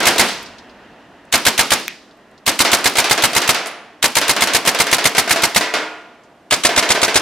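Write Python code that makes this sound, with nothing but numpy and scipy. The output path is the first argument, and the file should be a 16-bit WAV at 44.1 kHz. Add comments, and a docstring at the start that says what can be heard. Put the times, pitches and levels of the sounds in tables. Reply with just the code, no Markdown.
"""Pallet yard: a gas-driven paintball gun fires five bursts close to a stereo microphone.
Each round is a bolt clack, a pressure-dip pop that rings the barrel, a gas blast and a vent hiss, in shaped noise.
The balls crack on a distant steel container, ring its panels and make it boom; the yard echoes the rounds.
Small clicks, one snap, a faint town hum and a machine that moves away fill the rest."""
import sys
import numpy as np
from scipy import signal
from scipy.fft import rfft, irfft
from scipy.io import wavfile
from scipy.ndimage import uniform_filter1d, map_coordinates

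SR = 44100
rng = np.random.default_rng(int(sys.argv[2]) if len(sys.argv) > 2 else 0)


def file_out(sig):
    """Save sig as 16-bit WAV at sys.argv[1]."""
    # one column per channel
    cols = np.atleast_2d(sig).T
    # limit, then scale
    lim = np.clip(cols, -1, 1)
    pcm = np.round(lim * 32767).astype(np.int16)
    wavfile.write(sys.argv[1], SR, pcm)


def invert_db(level):
    """Linear amplitude ratio for a level in decibels (20 dB per decade), elementwise."""
    return 10 ** (np.asarray(level, dtype=float) / 20)


N = 317961
BLAST_DB = -12  # common reference of the pop and the gas blast

# Balls striking steel. Each row: time in seconds, relative level in dB, boom treble tilt in dB per three octaves.
HITS = [(0.003, -8.5, -4.5), (0.029, -11, 1.5), (0.159, -13.5, -11), (0.285, -20, 9), (2.649, -7.5, 4),
        (2.785, -16, -4.5), (2.954, -11, 1), (3.042, -10.5, 4), (3.177, -10, 1.5), (3.332, -14, 1),
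        (3.417, -11.5, 4), (3.545, -12, 3), (3.659, -22, -1), (4.214, -10, 3), (4.364, -10, -1.5),
        (4.472, -10, 1), (4.651, -12.5, -1.5), (4.747, -12, 1), (4.868, -13, 1.5), (4.983, -11.5, 2.5),
        (5.149, -13, 2.5), (5.276, -14.5, 1.5), (5.359, -11, 3), (5.609, -11, 3), (5.738, -10, 1.5),
        (6.691, -10.5, -2.5), (6.825, -9.5, 0), (6.949, -10, -1), (7.08, -11, 0)]
# Reverberation by octave. Each row: centre in Hz, container boom in relative dB, boom t60 in seconds,
# yard echo in relative dB, echo t60 in seconds, gain of the side signal in dB.
BANDS = [(110, -52, .6, -43.5, .3, -20), (282, -24, 0.54, -9.5, 0.46, -22),
         (495, -15.5, 0.54, -10, 0.44, -16.5), (953, -14, 0.8, -2.5, 0.35, -16.5),
         (2030, -11, 0.68, -0.5, 0.34, -13.5), (4000, -11.5, 0.37, -6, 0.62, -6.5),
         (8000, -22, 0.17, -11, 0.38, -3.5), (13040, -44, .3, -34, .2, -3.5)]


def tone(x, table):
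    """Minimum-phase filter through (Hz, relative dB) points, from the log-gain cepstrum; white noise keeps its rms."""
    hz, db = np.transpose(table)
    grid = np.maximum(np.fft.rfftfreq(4096, 1 / SR), 1)
    cepstrum = irfft(np.log(invert_db(np.interp(np.log(grid), np.log(hz), db))))
    cepstrum[1:2048] *= 2
    cepstrum[2049:] = 0
    kernel = irfft(np.exp(rfft(cepstrum)))[:2048]
    kernel = kernel / np.sqrt(np.sum(kernel ** 2))
    return signal.fftconvolve(x, kernel[None], axes=1)[:, :N]


def train(times_s, gains):
    """One impulse per event."""
    at = (np.asarray(times_s) * SR).astype(int)
    gains = gains + 0 * at
    return np.bincount(at[at < N], gains[at < N], N)


def swell(times_s, db, rise_s, t60_s):
    """Amplitude envelope: powers of the events rise, die away and add."""
    up = np.exp(-1 / (rise_s * SR))
    down = np.exp(-np.log(1e6) / (t60_s * SR))
    power = signal.lfilter([1 - up], np.convolve([1, -up], [1, -down]), train(times_s, invert_db(db) ** 2))
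    return np.sqrt(power.clip(0))


def ring(x, hz, t60_s):
    """One decaying mode: a complex one-pole resonator."""
    pole = np.exp(2j * np.pi * hz / SR - np.log(1000) / (t60_s * SR))
    return signal.lfilter([1], [1, -pole], x).imag


def band(x, hz, width_hz):
    """Band-pass that keeps white noise at about rms 1."""
    low, high = max(hz - width_hz / 2, hz / 4), min(hz + width_hz / 2, 0.45 * SR)
    sos = signal.butter(2, [low, high], "band", fs=SR, output="sos")
    return signal.sosfilt(sos, x) * np.sqrt(SR / 2 / (high - low))


def above(x, hz):
    """Second-order high-pass."""
    return signal.sosfilt(signal.butter(2, hz, "high", fs=SR, output="sos"), x)


def hiss(grain=0):
    """Mid and side white noise; a fast random gain shared by both makes it crackle."""
    noise = rng.standard_normal((2, N))
    return noise * invert_db(grain * 2.5 * uniform_filter1d(rng.standard_normal(N), size=16))


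def walked():
    """Share of the way that the microphone has been carried from behind the gun to beside the barrel."""
    # Each row: time in seconds, share of the way.
    walk = [(0, 0), (5.0, 0), (6.4, 1), (7.21, 1)]
    return np.interp(np.arange(N) / SR, *np.transpose(walk))


def rounds():
    """Pop time and relative clack, vent, echo and thump dB per ball; the clack gets softer along each burst."""
    # Trigger pulls. Each row: first pop in seconds, then first clack, vent, echo and thump in relative dB.
    bursts = [(0.0674, -15.5, -14, -13, 1.5), (1.3378, -14.5, -12.5, -18, 5),
              (2.4763, -15, -13.5, -19.5, 0), (4.0400, -15, -13.5, -21.5, -1),
              (6.5225, -16.5, -13.5, -21, 0.5)]
    # Balls in each burst.
    counts = [2, 4, 9, 13, 6]
    # Balls already fired when each burst is first heard: the first burst is under way.
    fired_before = [8, 0, 0, 0, 0]
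    cycle_s, fade_db, fade_rounds = 0.12674, -5.5, 4.0  # fade_rounds: time constant in balls
    first_s, clack_db, vent_db, echo_db, thump_db = np.repeat(bursts, counts, axis=0).T
    before = np.repeat(fired_before, counts)
    k = np.concatenate([np.arange(count) for count in counts])
    fade = np.exp(-before / fade_rounds) - np.exp(-(before + k) / fade_rounds)
    return first_s + k * cycle_s, clack_db + fade_db * fade, vent_db, echo_db, thump_db


def clack(s, clack_db):
    """Two light valve ticks, then the heavier bolt: metal impacts as crackling noise ahead of the pop."""
    # Each row: frequency in Hz, density in relative dB per Hz.
    clack_colour = [(59, -63.5), (100, -24.5), (381, -12.5), (950, 2), (3940, 6.5), (4380, 2), (5190, -0.5),
                    (7290, 1.5), (12400, -5.5), (16000, -15.5)]
    late, louder = rng.standard_normal((2, len(s)))
    valve = swell(s - 0.0185, clack_db - 18.5, 0.001, 0.05) + swell(s - 0.0150, clack_db - 15, 0.001, 0.019)
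    bolt = swell(s - 0.0132 + 0.00071 * late, clack_db + 6 + 0.81 * louder, 0.00076, 0.071)
    return tone(hiss(1.5) * (valve + bolt), clack_colour)


def blast(s):
    """Turbulent gas leaves the muzzle: a crackling noise burst."""
    # Each row: frequency in Hz, density in relative dB per Hz.
    blast_colour = [(59, -24.5), (100, -6.5), (1150, -2), (2130, 1.5), (3050, -3), (4110, -2), (6020, -6.5),
                    (9410, -7), (15000, -18), (16000, -46.5)]
    level_db = BLAST_DB + 10 + 0.99 * rng.standard_normal(len(s))
    return tone(hiss(1.4) * swell(s + 0.00011, level_db, 0.0034, 0.05), blast_colour)


def vent(s, vent_db):
    """Spent gas vents 16 ms after the pop: crackling noise."""
    # Each row: frequency in Hz, density in relative dB per Hz.
    vent_colour = [(59, -19), (100, -20.5), (801, 3), (1420, -1.5), (2040, -6), (4110, 1.5), (6150, -0.5),
                   (13800, -10), (16000, -30.5)]
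    late, louder = rng.standard_normal((2, len(s)))
    puff = swell(s + 0.016 + 0.00074 * late, vent_db + 6.5 + 0.87 * louder, 0.0017, 0.037)
    return tone(hiss(1.5) * puff, vent_colour)


def feed(s):
    """Small parts click after each pop as the next ball feeds."""
    # Each row: delay in seconds, mean level in dB.
    feed_clicks = [(.041, -21), (.064, -31), (.081, -31.5)]
    puffs = sum(swell(s + lag, db + 3 * rng.standard_normal(len(s)), 0.0003, 0.0086) for lag, db in feed_clicks)
    return band(hiss() * puffs, 8000, 9000)


def pop(s, thump_db):
    """A 0.6 ms pressure dip, alike every round, slaps off pallets and rings the barrel; its wave thumps the mic."""
    # Barrel and housing modes. Each row: frequency in Hz, relative level in dB, t60 in seconds.
    barrel = [(190, -42, 0.16), (350, -34, .08), (709, -12.5, 0.097), (916.5, -11, 0.084), (1646, -18, 0.1),
              (2113, -6.5, 0.086)]
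    # Reflections from pallet stacks. Each row: delay in seconds, relative level in dB.
    slaps = [(.0095, -16), (0.031, -18), (0.033, -23), (0.033, -20.5), (0.039, -15), (0.0418, -17)]
    kick = -train(s, invert_db(BLAST_DB + 7))
    dip = np.convolve(kick, np.hanning(28))[:N]
    out = invert_db(-4.5) * dip
    out += sum(invert_db(db) * np.roll(dip, int(lag * SR)) for lag, db in slaps)
    out += sum(invert_db(db) * ring(kick, hz, t60) for hz, db, t60 in barrel)
    out += invert_db(-10.5) * ring(kick * walked(), 610, 0.11)  # barrel sleeve's hollow note, heard from the side
    return out - ring(train(s, invert_db(thump_db - 24.5)), 77.0, 0.06)


def gun():
    """Sums the parts of every round; the pop is mid only."""
    s, clack_db, vent_db, _, thump_db = rounds()
    out = clack(s, clack_db) + blast(s) + vent(s, vent_db) + feed(s)
    out[0] += pop(s, thump_db)
    return out


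def steel():
    """The crack of each ball and the panel modes that it rings, struck at a new spot each time."""
    # Panel modes. Each row: frequency in Hz, relative level in dB, t60 in seconds.
    panel_modes = [(310.6, 2, .8), (435, -3, 0.82), (450.5, 1, 1), (606, -0.5, 0.6), (670.6, 15, 0.14),
                   (703, 4, 0.84), (688, -2.5, 1.2), (1287, -2, 0.55), (925, -7.5, 1.1), (996, 2.5, 0.89),
                   (1425, 0, 0.87), (1560, 7.5, 0.5), (1950, 1.5, .6), (2150, 5, .5), (1727, 3, .55)]
    # The aim drifts to a hollower, duller panel. Each row: time in seconds, ring and crack in dB relative to the hit.
    aim = [(0, -31, -9), (2.6, -27, -10), (3.6, -28, -6), (4.6, -27, -5), (5.4, -21.5, -12),
           (7.1, -22.5, -14)]
    s, db, _ = np.transpose(HITS)
    aim_s, ring_db, crack_db = np.transpose(aim)
    out = band(hiss(2.3) * swell(s, db + np.interp(s, aim_s, crack_db), 0.0003, 0.025), 5500, 9000)
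    out += band(hiss(2.5) * swell(s, db - 12.0, 0.0005, 0.095), 2000, 3400)
    blow_db = db + np.interp(s, aim_s, ring_db)
    rings = 0
    for hz, mode_db, t60 in panel_modes:
        spot_db = 2 * rng.standard_normal(len(s))
        rings = rings + ring(train(s, invert_db(blow_db + mode_db + spot_db)), hz, t60)
    out[0] += above(rings, 220.0)
    return out


def echoes():
    """Noise tails band by band: the yard's answer to each round and the container's boom at each hit."""
    s, _, _, echo_db, _ = rounds()
    hit_s, hit_db, treble_db = np.transpose(HITS)
    out = 0
    for hz, boom_db, boom_t60, yard_db, yard_t60, _ in BANDS:
        tilt_db = treble_db * np.log2(hz / 1000) / 3
        boom = swell(hit_s, hit_db + boom_db + tilt_db, 0.00082, boom_t60)
        # the hollow inside keeps a faint share much longer
        late = swell(hit_s, hit_db + boom_db - 20, 0.018, 2.3 * boom_t60)
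        yard = swell(s + 0.0068, echo_db + yard_db, 0.0024, yard_t60)
        out = out + band(hiss(0.81), hz, 0.78 * hz) * np.sqrt(boom ** 2 + late ** 2 + yard ** 2)
    return above(out, 140.0)


def clicks():
    """Small noise puffs: early ones are far echoes of the rounds, others a loose part or ball; one thin ping."""
    # Each row: time in seconds, level in dB, centre in Hz, t60 in seconds.
    small_clicks = [(0.427, -39.5, 10640, .04), (.460, -36, 4670, .08), (.583, -39, 4280, 0.1),
                    (.695, -47.5, 4140, 0.1), (1.251, -56.5, 8000, .035), (1.886, -32.5, 2180, 0.33),
                    (2.11, -51, 3900, .06), (2.172, -62, 10500, .02), (2.313, -58, 9000, .02),
                    (2.378, -46.5, 4600, .05), (3.669, -29, 9010, 0.089), (3.712, -46, 8500, .03),
                    (6.235, -56, 6100, .1)]
    noise = hiss()
    out = sum(band(noise * swell([s], db, 0.00026, t60), hz, 0.5 * hz) for s, db, hz, t60 in small_clicks)
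    out[0] += ring(train([3.712], invert_db(-50)), 9430, 0.5)
    return out


def snap():
    """A ball bursts on a near edge: very short modes without bass, off to one side."""
    # Each row: frequency in Hz, level in dB, t60 in seconds.
    snap_modes = [(2400, -4, .005), (3500, -8, .004), (6000, -5, .002), (12000, -9, .002)]
    modes = sum(ring(train([1.8808], invert_db(db)), hz, t60) for hz, db, t60 in snap_modes)
    return above(modes, 1300.0) * np.array([[1], [0.4]])


def machine():
    """Wavering noise drone of a distant machine that moves away: level falls as one over distance."""
    # Each row: frequency in Hz, density in relative dB per Hz.
    drone_colour = [(30, -6), (130, -12), (240, -3), (450, -10.5), (650, -8), (1200, -13), (1900, -10.5),
                    (2250, -20), (2750, -16), (3500, -23.5), (6000, -34), (12000, -54)]
    start_db, waver_db = -34.5, 1.1
    leaves_s = 0.41  # time to add the starting distance again
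    waver = np.repeat(rng.standard_normal(N // 2000 + 1), 2000)
    waver = uniform_filter1d(waver, size=2000)[:N]
    distance = 1 + np.arange(N) / SR / leaves_s
    return tone(hiss(), drone_colour) * invert_db(start_db + waver_db * waver) / distance


def town():
    """Distant hum: steady coloured noise."""
    # Each row: frequency in Hz, density in relative dB per Hz.
    town_colour = [(18, -49), (30, -22), (287, 0.5), (526, -4), (649, 0), (844, -6.5), (6210, -30),
                   (13000, -39.5), (16000, -57)]
    return tone(hiss(), town_colour) * invert_db(-49)


def scene():
    """Mid and side to left and right; the gun reaches the left port sooner and brightens along the walk."""
    side_treble_db, balance_db = 3, -0.8  # balance: left minus right
    lead_behind_s, lead_beside_s = 4e-6, 3.4e-5
    near = gun()
    far = steel() + echoes() + clicks() + snap() + machine() + town()
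    way = walked()
    treble = signal.sosfiltfilt(signal.butter(1, 7000.0, "high", fs=SR, output="sos"), near)
    near += (invert_db(side_treble_db * way) - 1) * treble
    hz = np.fft.rfftfreq(N, 1 / SR)
    bands = np.array(BANDS)
    side_db = np.interp(np.log(hz + 1), np.log(bands[:, 0]), bands[:, -1])
    side = irfft(rfft(near[1] + far[1]) * invert_db(side_db), N)
    half_lead = (lead_behind_s + (lead_beside_s - lead_behind_s) * way) * SR / 2  # samples
    left, right = (map_coordinates(near[0], [np.arange(N) + shift], order=5, mode="mirror")
                   for shift in (half_lead, -half_lead))
    stereo = np.array([left + far[0] + side, right + far[0] - side])
    return stereo * invert_db(np.array([[0.5], [-0.5]]) * balance_db)


def top_cut(x):
    """Nothing passes above the cut-off."""
    return signal.sosfilt(signal.butter(12, 16430, fs=SR, output="sos"), x)


def record(dry):
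    """The microphone drops the deep bass; the input stage rounds the loudest peaks and cuts the top."""
    rounded = 1.063 * np.tanh(above(dry, 52.0) / 1.111)
    mix = signal.sosfilt(signal.ellip(8, 0.2, 70, 16100, fs=SR, output="sos"), rounded)
    return top_cut(mix)


dry = scene()
out = record(dry)
file_out(out)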